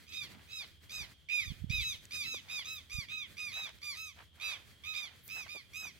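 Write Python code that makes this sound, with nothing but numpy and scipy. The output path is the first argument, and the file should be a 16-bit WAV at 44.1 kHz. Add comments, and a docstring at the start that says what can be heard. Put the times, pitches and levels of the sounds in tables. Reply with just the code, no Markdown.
"""A damp pasture with trees, where two birds trade shrill, arched squeaks that often overlap.
Each squeak is a harmonic stack with breath noise: it starts with a rattle, holds, and falls away.
Someone walks with a hand-held microphone: fingers bump the case with low pressure swings, and
hand, sleeves and steps rustle as bands of grainy noise. Twigs and drips tick as decaying noise,
and thin, very high whistles of narrow noise pass over a faint hiss and drone."""
import sys
import numpy as np
from scipy import signal
from scipy.fft import rfft, irfft
from scipy.io import wavfile

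SR = 44100
rng = np.random.default_rng(int(sys.argv[2]) if len(sys.argv) > 2 else 0)


def to_wav(sig):
    """Store sig (one row per channel, or 1-D mono) as 16-bit WAV at the path in sys.argv[1].

    Samples outside -1..1 are clipped; the rate is SR.
    """
    pcm = np.clip(np.atleast_2d(sig), -1, 1) * 32767
    pcm = np.round(pcm).astype(np.int16)
    wavfile.write(sys.argv[1], SR, pcm.T)  # frames by channels


N = 264159  # length in samples

# Spectrum of the field hiss. Each row: frequency in Hz, relative level in dB per Hz.
HISS_SPECTRUM = [(24, -50), (40, -7.5), (96, 3), (243, -9), (529, -15), (852, -22), (1720, -12.5),
                 (2050, -10.5), (3060, -19.5), (3300, -22), (4240, -12.5), (5180, -21), (16000, -26)]
# Level of the field hiss before its flicker. Each row: time in seconds, level in dB.
HISS_LEVEL = [(0, -60.5), (.8, -62.5), (1.252, -68), (2.0, -63), (4.3, -65.5), (4.7, -64), (6, -65)]
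# Narrow humps in the background. Each row: centre in Hz, width in Hz, level in dB.
HUMPS = [(79.5, 14.5, -65.5), (3244, 177, -69)]
# Thin, very high whistles. Each row: middle in seconds, half length in seconds, level in dB.
WHISTLES = [(2.744, 0.038, -59), (5.269, 0.03, -56)]
# Partials of a whistle. Each row: frequency in Hz, relative level in dB.
WHISTLE_LINES = [(11300, -3), (14100, 0), (15400, -4)]
# Twigs and drips. Each row: start in seconds, peak in dB, centre of the noise band in Hz.
TICKS = [(0.921, -39, 2200), (2.054, -37.5, 3770), (2.343, -37, 3000), (2.594, -38, 1600),
         (3.693, -39, 2500), (3.7865, -45, 2600), (5.279, -33.5, 10900), (5.402, -40, 13000),
         (5.557, -41.5, 4000)]

# The hand rubs the case. Each row: middle in seconds, half length in seconds, level in dB.
RUBS = [(1.013, 0.036, -53.5), (1.48, 0.055, -50.5), (1.77, .16, -50.5)]
# Sleeves brush past. 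Each row: middle in seconds, half length in seconds, level in dB.
SLEEVES = [(.32, 0.11, -63.5), (2.287, .12, -62.5), (3.145, .14, -69), (5.85, .14, -68.5)]
# Feet scuff through litter. Each row: middle in seconds, half length in seconds, level in dB.
STEPS = [(.35, 0.11, -62), (.629, 0.027, -55), (1.018, 0.076, -59), (2.55, .11, -61.5), (3.59, 0.037, -51),
         (3.682, 0.029, -53.5), (4.2, 0.027, -53.5), (4.506, .1, -54.5), (5.046, 0.11, -61),
         (5.382, .031, -52.5), (5.469, .006, -48.5), (5.848, 0.04, -56)]
# Sticks knock underfoot. Each row: middle in seconds, half length in seconds, level in dB.
KNOCKS = [(2.345, 0.0054, -49.5), (5.56, .013, -55.5)]
# Bumps on the case beside the right port. Each row: middle in seconds, peak in dB, pitch in Hz.
BUMPS = [(1.506, -27, 91.5), (1.52, -29.5, 135), (1.622, -28.5, 73), (1.6438, -23, 142), (1.7048, -20, 104),
         (1.787, -33, 79.4), (2.951, -31, 55), (2.988, -26.5, 107)]

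# The case shades the two ports differently. Each row: frequency in Hz, left-right difference in dB.
SHADE = [(1200, -4.5), (2450, -9), (3700, -3.5), (5000, 0), (8000, 5), (12000, -7)]
# Partials near the second harmonic are lifted a little. The row: centre in Hz, width in Hz, lift in dB.
SECOND_LIFT = (2610, 425, 4.1)
# The birds shift between the ports as the microphone swings.
# Each row: time in seconds, left-right difference in dB.
BEARING = [(0, -1.5), (1.0, -1), (1.7, 1.5), (2.5, -0.5), (3.6, 0), (4.5, -2.5), (5.9, -1.5)]
# Fundamental of both birds, faint at first. Each row: time in seconds, level in dB.
FUNDAMENTAL = [(0, -70.5), (1.5, -68.5), (2.5, -62.5), (4.4, -60.5), (6, -64)]
# Squeaks of the lower, quicker bird. Each row: start in seconds, length in seconds, pitch in Hz,
# level of the second harmonic in dB, third harmonic in dB above that,
# upper harmonics in dB above the second, crescendo from start to end in dB.
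LOW_SQUEAKS = [(.121, 0.16, 1246, -49.5, 5, -6.5, -0.5), (.506, 0.15, 1290, -53, 3.5, -1, 6),
               (.893, 0.17, 1266, -52.5, -1, -2, 2), (1.286, .166, 1252, -34.5, -10, -16, 0.5),
               (1.696, 0.15, 1276, -38.5, -2.5, -11, 1), (2.107, 0.17, 1253, -44, -3.5, -4, -0.5),
               (2.484, .152, 1264, -44, -1, -5, 1.5), (2.896, 0.16, 1242, -45, -7, -6, 1),
               (3.368, 0.17, 1253, -44, -10.5, -9, -5), (3.816, 0.15, 1210, -46.5, -7.5, -3, 1),
               (4.411, .14, 1214, -49.5, 3, 0, -0.5), (4.937, 0.16, 1246, -46, -0.5, -7, -9.5),
               (5.479, 0.15, 1238, -49, -6, -8.5, -8.5)]
# Squeaks of the higher, more drawn-out bird. Each row: start in seconds, length in seconds,
# pitch in Hz, level of the second harmonic in dB, third harmonic in dB above that,
# upper harmonics in dB above the second, crescendo from start to end in dB.
HIGH_SQUEAKS = [(.066, .212, 1295, -54.5, -2.5, -6, 5), (.473, .18, 1323, -58, 0, -6, -1),
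                (.894, .165, 1293, -51, 1.5, -2, 1.5), (1.329, 0.21, 1278, -54.5, 4, 0, -1.5),
                (1.783, 0.18, 1314, -48, 6, -0.5, 2.5), (2.214, 0.19, 1326, -47.5, 3, -4, 1.5),
                (2.645, 0.18, 1307, -52, 2, -2.5, -11.5), (3.083, 0.19, 1283, -45.5, 0.5, -14, -3.5),
                (3.514, 0.19, 1303, -48, 2.5, -6, -4.5), (3.948, 0.19, 1309, -52.5, -2.5, -1.5, -8),
                (4.398, 0.18, 1311, -45.5, -0.5, -10.5, -3.5), (4.836, 0.19, 1277, -47.5, 0, -9.5, -9),
                (5.287, 0.18, 1318, -47, -8, -6, -3.5), (5.732, 0.19, 1292, -47.5, -8, -5, -6)]
# Voice of the lower bird. The entries: initial pitch deficit as a fraction, rise time in seconds,
# final pitch drop as a fraction, power of the drop, initial level deficit in dB, swell time in
# seconds, fraction of the length held, release in dB, throat (centre in Hz, width in Hz, lift in dB).
LOW_VOICE = dict(spring=0.14, rise_s=.011, drop=.28, drop_curve=3.7, swell_db=12.5, swell_s=0.015, hold=0.58, release_db=15.5, throat=(4520, 450, 5.2))
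# Voice of the higher bird, with the same entries and units.
HIGH_VOICE = dict(spring=.13, rise_s=.02, drop=.3, drop_curve=4.4, swell_db=11, swell_s=0.019, hold=0.7, release_db=19.5, throat=(3300, 640, 2.3))
# Harmonics 4 to 12 of the lower bird. Each entry: level in dB against the upper level.
LOW_HARMONICS = [1, -4, -11, -16.5, -23, -12.5, -15.5, -17, -23]
# Harmonics 4 to 12 of the higher bird. Each entry: level in dB against the upper level.
HIGH_HARMONICS = [-2, -2, -9.5, -17.5, -23.5, -12.5, -12, -15.5, -25]

RATTLE_S, RATTLE_DEPTH = 0.05, 0.66  # decay time in seconds; depth as a fraction
RATTLE_JITTER, JITTER = 0.0173, 0.0066  # pitch shake in the rattle and throughout, as fractions
RASP_DB, RASP_IN_RATTLE = -24, 5  # dB before the third harmonic's share; extra gain in the rattle
HISS_DB = -16  # breath hiss in dB against the upper harmonics
FLUTTER_DB = 0.99  # flutter in dB, before its scaling by harmonic number
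CRACKLE, CRACKLE_HZ = 0.3, 1101  # uneven cycles at either end of a squeak: depth, rate in Hz
FADE_DB = 2.5  # final loss in dB per harmonic above the fourth, up to the eighth
CUTOFF_HZ = 15900


def from_db(db):
    """A level in decibels is twenty times the base-ten logarithm of the gain."""
    return 10 ** (np.asarray(db) / 20)


def rms_one(x):
    """Division by the root mean square gives unit effective amplitude."""
    return x / np.sqrt(np.mean(x ** 2) + 1e-20)


def at_hz(points, hz):
    """Interpolation of a spectrum is linear in dB along a log-frequency axis."""
    centres, levels = np.transpose(points)
    return np.interp(np.log(hz), np.log(centres), levels)


def lift_db(hz, centre, width, top_db):
    """Resonance lifts a partial according to its distance from the centre."""
    return top_db / (1 + (2 * (hz - centre) / width) ** 2)


def panned(pan_db):
    """A level difference, split evenly between left and right, sets the stereo position."""
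    return from_db(np.array([[.5], [-.5]]) * pan_db)


def band(x, hz, octaves, order=2):
    """Band-pass filtering keeps equal parts of an octave span on each side of the centre."""
    low = hz / 2 ** (octaves / 2)
    high = min(hz * 2 ** (octaves / 2), SR * .48)
    return signal.sosfilt(signal.butter(order, [low, high], "band", fs=SR, output="sos"), x)


def wobble(rate_hz, size):
    """Random fluctuation: normal values at a given rate, joined by straight lines."""
    return np.interp(np.arange(size) * rate_hz / SR, np.arange(size), rng.standard_normal(size))


def stereo_noise(size, alike=0.42):
    """Partial coherence: white noise with a given share of its power common to both ports."""
    shared = np.clip(alike, 0, 1)
    common = np.sqrt(shared) * rng.standard_normal(size)
    return common + np.sqrt(1 - shared) * rng.standard_normal((2, size))


def add(out, s, sound):
    """Superposition: a sound is summed in at its time in seconds."""
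    start = max(round(s * SR), 0)
    out[:, start:start + sound.shape[-1]] += sound[..., :max(N - start, 0)]


def field(patchy_db=5.0, lean_db=-1):
    """Spectral shaping of noise: faint, flickering hiss of wet leaves over a far drone."""
    hz = np.maximum(np.arange(N // 2 + 1) * SR / N, 1)
    hiss = rms_one(irfft(rfft(stereo_noise(N)) * from_db(at_hz(HISS_SPECTRUM, hz)), N))
    level_db = np.interp(np.arange(N) / SR, *np.transpose(HISS_LEVEL))
    out = hiss * from_db(level_db + patchy_db * wobble(25, N))
    for centre, width, hump_db in HUMPS:
        hump = signal.lfilter(*signal.iirpeak(centre, centre / width, fs=SR), stereo_noise(N))
        out = out + from_db(hump_db) * rms_one(hump)
    return out * panned(lean_db)


def whistles(octaves=0.017):
    """Narrow-band noise approaches a tone: brief, thin whistles far above the squeaks."""
    out = np.zeros((2, N))
    for s, half, level_db in WHISTLES:
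        t = np.arange(-2 * half, 2 * half, 1 / SR)
        lines = np.zeros((2, len(t)))
        for hz, line_db in WHISTLE_LINES:
            lines += from_db(line_db) * band(stereo_noise(len(t)), hz, octaves, order=1)
        envelope = np.exp(-(t / half) ** 2)
        add(out, s + t[0], from_db(level_db) * rms_one(lines) * envelope)
    return out


def ticks(octaves=2.3):
    """Rapid exponential decay makes a noise burst a tiny dry snap."""
    out, t = np.zeros((2, N)), np.arange(SR // 20) / SR
    dying = np.exp(-t / .0009)
    for s, peak_db, hz in TICKS:
        snap = band(stereo_noise(len(t)) * dying, hz, octaves)
        add(out, s, from_db(peak_db) * snap / np.abs(snap).max())
    return out


def rustles(strokes, hz, octaves, pan_db, grain_db):
    """Friction comes in uneven grains under the envelope of each stroke."""
    out = np.zeros((2, N))
    for s, half, level_db in strokes:
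        t = np.arange(-2 * half, 2 * half, 1 / SR)
        grains = stereo_noise(len(t)) * from_db(grain_db * wobble(600, len(t)))
        stroke = rms_one(band(grains, hz, octaves)) * np.exp(-(t / half) ** 2)
        add(out, s + t[0], from_db(level_db) * panned(pan_db) * stroke)
    return out


def bumps(cycles=0.48, far_port_db=-27):
    """Near-field pressure: a finger beside one port pushes the air in a dull, short swing."""
    out, t = np.zeros((2, N)), np.arange(-SR // 20, SR // 20) / SR
    ports = from_db([[far_port_db], [0]])
    for s, peak_db, hz in BUMPS:
        envelope = np.exp(1 - np.sqrt(1 + (2 * t * hz / cycles) ** 2))
        swing = -np.cos(2 * np.pi * hz * t) * envelope
        add(out, s + t[0], from_db(peak_db) * ports * swing)
    return out


def walker():
    """Friction and impact of hand, sleeves and feet each occupy a register of their own."""
    hand = rustles(RUBS, hz=66.5, octaves=1.26, pan_db=-15, grain_db=4.0)
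    sleeves = rustles(SLEEVES, hz=183, octaves=1.16, pan_db=-7.5, grain_db=4.0)
    feet = rustles(STEPS, hz=1257, octaves=2.14, pan_db=-1.5, grain_db=4)
    sticks = rustles(KNOCKS, hz=436, octaves=2.05, pan_db=-11, grain_db=1)
    return hand + sleeves + feet + sticks + bumps()


def echoes(x, t60, echo_db):
    """Diffuse scattering: dense echoes, unrelated at the two ports, fall 60 dB in t60 seconds."""
    t = np.arange(SR) / SR
    scatter = band(rng.standard_normal((2, SR)), 4000, 3, order=1)
    scatter = scatter * from_db(-60 * t / t60) * (1 - np.exp(-t / .004))
    scatter = scatter / np.sqrt(np.sum(scatter ** 2) / 2)
    return from_db(echo_db) * signal.fftconvolve(x, scatter, axes=1)[:, :N]


def squeak(length, hz, level_db, third_db, upper_db, crescendo_db, pan_db, fundamental_db,
           voice, harmonics):
    """Voiced sound is a harmonic stack: this one rattles at first, clears, then slides down."""
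    t = np.arange(int(length * SR)) / SR
    u, size = t / length, len(t)
    # the membranes first beat in uneven bursts that quicken, then they settle
    rattle = np.exp(-(t / RATTLE_S) ** 2)
    beat_hz = (68 + 650 * t) * (1 + .15 * wobble(100, size))
    beat = 2 * np.pi * np.cumsum(beat_hz) / SR
    gate = 1 - (RATTLE_DEPTH * rattle ** 2 + .1) * (.5 - .5 * np.cos(beat - 1)) ** 3
    # the pitch springs up and drops at the end; it shakes with the bursts
    spring = voice["spring"] * np.exp(-t / voice["rise_s"])
    pitch = hz * (1 - spring - voice["drop"] * u ** voice["drop_curve"])
    shake = RATTLE_JITTER * rattle * np.sin(beat - 2)
    jitter = (JITTER + RATTLE_JITTER * rattle) * wobble(900, size)
    pitch = pitch * (1 + shake + jitter)
    phase = 2 * np.pi * np.cumsum(pitch) / SR
    # the level swells in, follows the crescendo and releases after the hold
    swell_db = -voice["swell_db"] * np.exp(-t / voice["swell_s"])
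    release = np.maximum((u - voice["hold"]) / (1 - voice["hold"]), 0) ** 2
    release_db = -voice["release_db"] * release
    loudness = gate * from_db(level_db + crescendo_db * (u - .5) + swell_db + release_db)
    loudness = loudness * np.clip(np.minimum(t, length - t) / .002, 0, 1)
    # the throat all but hides the fundamental
    levels = [fundamental_db - level_db, 0, third_db, *(upper_db + np.array(harmonics))]
    out = np.zeros((2, size))
    for k, harmonic_db in enumerate(levels, 1):
        ports = rms_one(panned(pan_db + at_hz(SHADE, k * hz)))
        # the higher harmonics flutter most; those above the fourth fade near the end
        flutter_db = FLUTTER_DB * min(k - .8, 3.5) * wobble(70, size)
        fade_db = -FADE_DB * np.clip(k - 4, 0, 4) * u ** 6
        # the wave reaches the two ports out of step (radians)
        lag = np.array([[0], [1]]) * (1.4 + .04 * k + .38 * rng.standard_normal())
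        resonance_db = lift_db(k * pitch, *SECOND_LIFT) + lift_db(k * pitch, *voice["throat"])
        gain = from_db(harmonic_db + flutter_db + fade_db + resonance_db)
        out += gain * ports * np.sqrt(2) * np.sin(k * phase + lag)
    # the cycles turn uneven while the voice catches and as it gives out
    out = out * (1 + CRACKLE * (rattle + u ** 4) * wobble(CRACKLE_HZ, size))
    # air rushes through with the tone, its rasp strongest in the rattle
    air = stereo_noise(size)
    rasp = from_db(RASP_DB + 0.75 * third_db) * rms_one(band(air, 2730, 0.82, order=4))
    rasp = rasp * (1 + RASP_IN_RATTLE * rattle)
    hiss = from_db(HISS_DB + upper_db) * rms_one(band(air, 12400, 0.56))
    return (out + rasp + hiss) * loudness


def bird(squeaks, voice, harmonics):
    """One vocal tract, with fixed resonance and harmonic balance, shapes a bird's every squeak."""
    out = np.zeros((2, N))
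    for s, *call in squeaks:
        pan_db = np.interp(s, *np.transpose(BEARING))
        fundamental_db = np.interp(s, *np.transpose(FUNDAMENTAL))
        add(out, s, squeak(*call, pan_db, fundamental_db, voice, harmonics))
    return out


def scene():
    """Superposition of the field all round, the walker close by and the birds in the trees."""
    background = field() + whistles() + ticks()
    low_bird = bird(LOW_SQUEAKS, LOW_VOICE, LOW_HARMONICS)
    high_bird = bird(HIGH_SQUEAKS, HIGH_VOICE, HIGH_HARMONICS)
    calls = low_bird + high_bird
    early_echo = echoes(calls, t60=0.058, echo_db=-13)
    grove = echoes(calls, t60=0.37, echo_db=-14.5)
    return background + walker() + calls + early_echo + grove


def record(dry):
    """Band limiting: the deepest bass is thinned and the top is cut steeply."""
    dry = signal.sosfilt(signal.butter(2, 30, "high", fs=SR, output="sos"), dry)
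    return signal.sosfilt(signal.ellip(10, .2, 70, CUTOFF_HZ, fs=SR, output="sos"), dry)


dry = scene()
out = record(dry)
to_wav(out)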